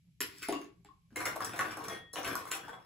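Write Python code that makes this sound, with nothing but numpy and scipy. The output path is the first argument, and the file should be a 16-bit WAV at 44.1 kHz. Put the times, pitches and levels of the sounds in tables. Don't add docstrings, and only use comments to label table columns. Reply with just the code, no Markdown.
import sys
import numpy as np
from scipy import signal
from scipy.fft import rfft, irfft, next_fast_len
from scipy.io import wavfile
from scipy.ndimage import uniform_filter1d

SR = 44100
rng = np.random.default_rng(int(sys.argv[2]) if len(sys.argv) > 2 else 0)


def inscribe(sig):
    pcm = np.round(np.clip(np.atleast_2d(sig).T, -1, 1) * 32767)
    wavfile.write(sys.argv[1], SR, pcm.astype(np.int16))


def linear_from_db(decibels):
    return 10 ** (np.asarray(decibels, float) / 20)


N = 125685

# [t/s, peak level/dB, treble over it/dB, table thump over it/dB]
DROPS = [
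    (0.2056, -23.5, -17.5, -16.5),
    (0.42, -41.5, -10, -9.5),
    (0.487, -31.5, -22, 3),
    (0.525, -33, -38, -6.5),
    (0.616, -45, -31, -17),
    (0.644, -53, -42, -30),
    (0.848, -53.5, -31, -10),
    (0.884, -91, -37.5, -13),
    (1.112, -68.5, -16.5, 4),
]
# [t/s, level/dB]
SLIDE = [
    (.205, -97),
    (.24, -64.5),
    (.36, -64),
    (.415, -61.5),
    (.432, -44.5),
    (.46, -61),
    (.5, -66.5),
    (.6, -70.5),
    (.72, -102),
]
# [t/s, peak level/dB, treble over it/dB, favoured pitch f/Hz]
KNOCKS = [(1.159, -26.5, -12.5, 2120), (1.204, -29.5, -12, 1440), (1.255, -22, -13, 2120),
          (1.359, -30.5, -20.5, 990), (1.405, -25.5, -18, 1250), (1.447, -33, -5.5, 1240),
          (1.534, -32, -22, 754), (1.591, -19.5, -18, 1790), (1.642, -32, -31, 1610),
          (1.694, -41, -18, 1160), (1.72, -35.5, -16, 1480), (1.77, -31, -18, 860),
          (1.885, -38.5, -7.5, 1080), (2.135, -38, -6, 704), (2.157, -23.5, -19.5, 2930),
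          (2.165, -29.5, -21.5, 1240), (2.276, -29, -14, 1510), (2.353, -32.5, -7.5, 1220),
          (2.453, -35.5, -15, 990), (2.515, -21, -12, 3120), (2.55, -36, -4, 770), (2.681, -38, -18, 980),
          (2.731, -38.5, -65, 1190)]
# [t/s, peak level/dB, treble over it/dB, favoured pitch f/Hz]
RUBS = [
    (1.56, -30, -8.5, 790),
    (1.839, -34, -4, 1020),
    (2.176, -33, -15, 2190),
    (1.21, -36, -13, 1500),
    (1.898, -26, -28, 1150),
    (2.245, -17.5, -14, 3100),
    (2.331, -24.5, -19, 1210),
    (2.476, -46, 5, 1130),
]
# [t/s, level/dB]
STIR = [(1.105, -70.5), (1.152, -70), (1.167, -46), (1.245, -51), (1.29, -45), (1.352, -55.5),
        (1.446, -45.5), (1.53, -49), (1.619, -41), (1.75, -53), (1.899, -42.5), (1.971, -53.5),
        (2.03, -100), (2.13, -79), (2.168, -44), (2.3, -43.5), (2.451, -54.5), (2.56, -53), (2.72, -60),
        (2.801, -68.5)]
# [t/s, peak level/dB, pitch f/Hz]
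TICKS = [(0.2051, -23.5, 7250), (0.2124, -22, 11530), (0.3777, -47, 7900), (0.3844, -42, 7600),
         (0.4281, -33.5, 7350), (0.4855, -26, 10540), (0.4974, -41, 11200), (0.5247, -31.5, 6770),
         (0.6152, -45, 6530), (0.6204, -52, 5950), (0.6446, -52, 6900), (0.8471, -51, 7600),
         (1.1602, -33, 7130), (1.1695, -32.5, 7260), (1.2542, -27.5, 5570), (1.2607, -25, 7170),
         (1.3575, -41, 12100), (1.3635, -35.5, 12240), (1.4463, -29, 7840), (1.4518, -31, 6040),
         (1.5166, -47.5, 10700), (1.581, -39, 7400), (1.5896, -33.5, 10740), (1.6104, -35.5, 5900),
         (1.7147, -41.5, 7000), (1.7681, -42, 10400), (1.7735, -37.5, 10700), (1.8813, -49, 8000),
         (1.8834, -31, 5800), (2.1317, -34, 10700), (2.1402, -35, 10450), (2.2315, -34, 5800),
         (2.3522, -44, 10700), (2.354, -26, 11900), (2.4739, -46, 12000), (2.5129, -28.5, 7780),
         (2.5188, -38, 7800)]
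# [t/s, level/dB, f/Hz, t60/s]
CLINKS = [(.487, -31, 694, .05), (.487, -35, 840, .05), (.487, -38, 560, .05), (.526, -37, 1120, .07),
          (.526, -41, 2750, .025), (.526, -45, 3400, .025), (.526, -40, 1030, .04), (.42, -48, 3200, .03),
          (.425, -49, 1500, .04), (.44, -50, 2150, .05), (1.122, -55, 272, .07), (1.131, -55, 272, .07),
          (.55, -50, 2780, .15), (.6, -46, 380, .06), (.887, -56, 1103, .12), (.848, -57, 800, .03),
          (1.161, -36, 2125, .05), (1.255, -34, 2125, .05), (2.232, -48, 5950, .04),
          (2.133, -45, 5650, .06), (.205, -36, 7300, .025), (1.594, -32, 1480, .05),
          (1.596, -33, 1120, .05), (1.358, -36, 900, .03), (2.353, -33, 1150, .03), (2.356, -35, 1430, .03),
          (2.453, -42, 1000, .02), (1.769, -42, 950, .02), (2.68, -40, 900, .03), (2.514, -37, 2750, .02),
          (2.514, -40, 7800, .03)]
# [t/s, level/dB, f/Hz, t60/s]
CHIMES = [
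    (1.875, -46.5, 1868, 1.1),
    (1.893, -45, 3348, .7),
    (1.83, -57, 3348, .5),
    (1.41, -56, 3348, .9),
    (2.3, -56, 3348, .5),
    (2.53, -56, 3348, 1.2),
    (2.726, -45, 3372, .16),
    (2.7, -66, 7250, .3),
    (2.68, -68, 5200, .4),
    (1.85, -58, 6050, .3),
]
# [f/Hz, level/dB, t60/s]
CUBE_MODES = [(4250, -2, .025), (5850, -1, .022), (7200, 0, .018), (8200, -1, .02), (10800, 2, .02)]
# [f/Hz, level/dB, t60/s]
TABLE_MODES = [(290.5, -3, 0.16), (315.3, 0, 0.12), (327, -16, 0.077), (401.3, 2.5, 0.092),
               (431, 5.5, 0.02)]
# [f/Hz, width/Hz, level/dB]
TUB_MODES = [(311.7, 11, 9), (469, 53, 10), (701, 67, 10), (783, 25.2, 7), (988, 12, 15.5),
             (1101, 82, 11.5), (1150, 16, 12), (1303, 37, 8.5), (1523, 35, -5.5), (1548, 81, 9),
             (1835, 32, 2), (2120, 14, 2.5)]
# [f/Hz, level/dB]
TUB_COLOUR = [(59, -21), (100, -3.5), (220, -8.5), (310, -2.5), (881, -9.5), (1500, -7), (3780, -17),
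              (6000, -22.5), (7800, -40.5), (13200, -120)]
# [f/Hz, level/dB]
GLASS_COLOUR = [(500, -21), (850, -17.5), (1150, -8), (2100, -6), (3000, -10.5), (5000, -14.5), (6500, -27),
                (9000, -47.5)]
# [f/Hz, level/dB]
SNAP_COLOUR = [(3500, -39), (5000, 3), (7200, -3), (9000, 7.5), (11000, 0.5), (15600, -3.5), (16000, -24.5),
               (16900, -27)]
# [f/Hz, t60/s]
ROOM_DECAY = [(200, 0.41), (1000, 0.33), (4000, 0.28), (12000, 0.18)]
# [f/Hz, likeness 0 to 1]
ROOM_LIKENESS = [(60, 0.99), (330, 0.63), (600, 0.19), (2000, 0), (5000, 0)]
# [f/Hz, level/dB]
AIR_COLOUR = [(20, -29), (50, 2), (180, 1.5), (600, -60), (1400, -41), (2280, -26.5), (6500, -32),
              (12000, -33), (12600, -101.5)]
# [f/Hz, level/dB]
HUM = [(119, -71.5), (174, -70.5), (2300, -93)]
# [f/Hz, phase/rad]
LEFT_LEAD = [(0, 0), (3400, .7), (5600, 2.1), (7500, -.4), (9080, -np.pi), (16050, -4 * np.pi)]

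KNOCK_RISE_S, RUB_RISE_S = 0.0014, 0.0057


def unit(x):
    return x / np.sqrt(np.mean(x ** 2) + 1e-20)


def along(points, hz):
    f, v = np.transpose(points)
    return np.interp(np.log(hz + 1), np.log(f + 1), v)


def over_time(points):
    return linear_from_db(np.interp(np.arange(N) / SR, *np.transpose(points), left=-120))


def filtered(x, response):
    m = next_fast_len(x.shape[-1] + 8192)
    return irfft(rfft(x, m) * response(np.fft.rfftfreq(m, 1 / SR)), m)[..., :x.shape[-1]]


def causal(gain):
    c = irfft(np.log(np.abs(gain) + 1e-6))
    c[1:len(c) // 2] *= 2
    c[len(c) // 2 + 1:] = 0
    scale = unit(np.abs(gain)).max() / np.abs(gain).max()
    return scale * np.exp(rfft(c))


def coloured(x, colour):
    return filtered(x, lambda f: causal(linear_from_db(along(colour, f))))


def add(track, s, sound):
    part = track[round(s * SR):][:len(sound)]
    part += sound[:len(part)]


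def ring(hz, db, t60, attack=0.00074):
    t = np.arange(SR // 2) / SR
    return linear_from_db(db - 60 * t / t60) * np.sin(2 * np.pi * hz * t) * (1 - np.exp(-t / attack))


def clump(rise):
    length_s, loss_db, spread_db, click_t60 = 0.014, 4, 5, 0.015
    t = np.arange(SR // 10) / SR
    at = np.r_[0, np.cumsum(rng.uniform(0.3, 1, 4)) * length_s / 2][:, None]
    luck = np.abs(rng.standard_normal(at.shape)) * (at > 0)
    db = -loss_db * at / length_s - spread_db * luck
    clicks = linear_from_db(db - 60 * np.abs(t - at) / click_t60) * np.clip((t - at) / rise, 0, 1)
    return clicks.sum(axis=0) * rng.standard_normal(len(t))


def snap(x):
    return coloured(x, SNAP_COLOUR)


def patchy(x):
    z = signal.stft(x, nperseg=512)[2]
    field = uniform_filter1d(rng.standard_normal(z.shape), size=5, axis=0)
    field = uniform_filter1d(field, size=8, axis=1)
    depth = np.minimum(np.arange(len(z)) / 8, 1)[:, None] ** 2
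    return signal.istft(z * linear_from_db(4.5 * unit(field) * depth), nperseg=512)[1][:N]


def thump(db):
    return sum(ring(hz * rng.normal(1, 0.012), db + level, t60, attack=0.0056) for hz, level, t60 in TABLE_MODES)


def drops():
    body, top, table = np.zeros((3, N))
    for s, db, top_db, thump_db in DROPS:
        hit = clump(KNOCK_RISE_S)
        add(body, s, linear_from_db(db - 3) * hit)
        add(top, s, linear_from_db(db + top_db + 9.5) * hit)
        add(table, s, thump(db + thump_db))
    return coloured(body, GLASS_COLOUR) + snap(top) + table


def slide():
    scrape = unit(patchy(rng.standard_normal(N))) * over_time(SLIDE)
    scrape[np.arange(N) / SR > SLIDE[-1][0]] *= linear_from_db(-18)
    return coloured(scrape, GLASS_COLOUR) + linear_from_db(-0.5) * snap(scrape)


def cube():
    return sum(ring(hz * rng.normal(1, 0.0277), db - 2 + rng.normal(0, 3.8), t60) for hz, db, t60 in CUBE_MODES)


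def favour(hit, hz):
    width = 0.54 * hz

    def focus(f):
        thin = 1j * f / (hz / 2 + 1j * f)
        peak = 1j * f * width / (hz * hz - f * f + 1j * f * width)
        return thin + linear_from_db(11.5) * peak

    return filtered(hit, focus)


def stirring():
    contacts_per_s, spread_db, contact_t60 = 270, 1.5, 0.019
    chance, size = rng.random(N), rng.exponential(size=N)
    hits = (chance < contacts_per_s / SR) * linear_from_db(spread_db * np.minimum(size, 2.5))
    fall = linear_from_db(-60 / (contact_t60 * SR))
    shape = signal.lfilter([1], np.convolve([1, -fall], [1, -fall ** 4]), hits)
    return unit(patchy(shape * rng.standard_normal(N))) * over_time(STIR)


def tub_response(f):
    peaks = sum(linear_from_db(db) ** 2 * w * w / (w * w + 4 * (f - c) ** 2) for c, w, db in TUB_MODES)
    return causal(linear_from_db(along(TUB_COLOUR, f)) * np.sqrt(1 + linear_from_db(-8) * peaks))


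def tub():
    body, top, cubes = np.zeros((3, N))
    for events, rise in [(KNOCKS, KNOCK_RISE_S), (RUBS, RUB_RISE_S)]:
        for s, db, top_db, hz in events:
            hit = clump(rise)
            add(body, s, linear_from_db(db - 9.5) * favour(hit, hz))
            add(top, s, linear_from_db(db + top_db + 5) * hit)
            add(cubes, s, linear_from_db(db + top_db) * cube() * KNOCK_RISE_S / rise)
    rattle = stirring()
    return filtered(body + rattle, tub_response) + snap(top + linear_from_db(-10.5) * rattle) + cubes


def ticks():
    crack, note = np.zeros((2, N))
    t = np.arange(SR // 40) / SR
    for s, db, hz in TICKS:
        add(crack, s, linear_from_db(db - 4 - 60 * t / 0.006) * rng.standard_normal(len(t)))
        add(note, s, ring(hz, db + 2.5, 0.008))
    return snap(crack) + note


def glass(notes, gain_db, attack, blur):
    out = np.zeros(N)
    for s, db, hz, t60 in notes:
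        neighbours = [ring(hz * (1 + blur * k), db + gain_db, t60, attack) for k in rng.standard_normal(2)]
        add(out, s, sum(neighbours) / 2)
    return out


def pair(noise):
    def turn(hz):
        return np.arccos(np.clip(along(ROOM_LIKENESS, hz), -1, 1)) / 2

    mid, side = filtered(noise, lambda hz: np.array([np.cos(turn(hz)), np.sin(turn(hz))]))
    return np.array([mid + side, mid - side])


def room(x, size=4096):
    out = np.zeros((2, N + SR))
    first = round(0.006 * SR)
    for start in range(0, N, size):
        hz, t, z = signal.stft(rng.standard_normal((2, SR // 2)), SR, nperseg=256)
        fading = z * linear_from_db(-60 * t / along(ROOM_DECAY, hz)[:, None])
        tail = pair(signal.istft(fading, SR, nperseg=256)[1])
        wet = signal.fftconvolve(x[None, start:start + size], tail / np.linalg.norm(tail[0]), axes=1)
        out[:, start + first:][:, :wet.shape[1]] += wet
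    return out[:, :N]


def air():
    t = np.arange(N) / SR
    hiss = filtered(rng.standard_normal((2, N)), lambda f: linear_from_db(along(AIR_COLOUR, f)))
    out = linear_from_db(-68.5) * unit(pair(hiss))
    for hz, db in HUM:
        sway_db = 6 * unit(uniform_filter1d(rng.standard_normal(N), size=3000))
        out += linear_from_db(db + sway_db - 2.5) * np.sin(2 * np.pi * hz * t)
    return out


def scene():
    ice = drops() + slide() + tub() + glass(CLINKS, 7, 0.002, 0.012)
    chime = glass(CHIMES, -1.3, 0.008, 0)
    tick = ticks()
    wet = room(ice + linear_from_db(-13) * chime + linear_from_db(-2) * tick)
    return (ice + chime + tick + wet) * linear_from_db([[1], [-1]]) + air()


def apart():
    since = np.arange(N)[:, None] / SR - np.array([s for s, db, hz in TICKS if db > -44])
    after_tick = ((since > 0) & (since < 0.016)).any(axis=1) * 1.0
    return 0.025 + 0.35 * uniform_filter1d(after_tick, size=200)


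def treble_share(f):
    return 1 / (1 + (7300 / (f + 1)) ** 20)


def treble_phase(f):
    def steps(turn):
        return turn - np.sin(2 * turn) / 2

    lead = steps(steps(np.interp(f, *np.transpose(LEFT_LEAD))))
    return np.exp(0.5j * lead * np.array([[1], [-1]])) * (f < 16950)


def low_pass(x):
    return signal.sosfilt(signal.butter(12, 16970, fs=SR, output="sos"), x)


def record(dry):
    right = dry[[1, 1]]
    low = filtered(dry, lambda f: (1 - treble_share(f)) * treble_phase(f))
    high = filtered(right + apart() * (dry - right), lambda f: treble_share(f) * treble_phase(f))
    return low_pass(low + high)


dry = scene()
out = record(dry)
inscribe(out)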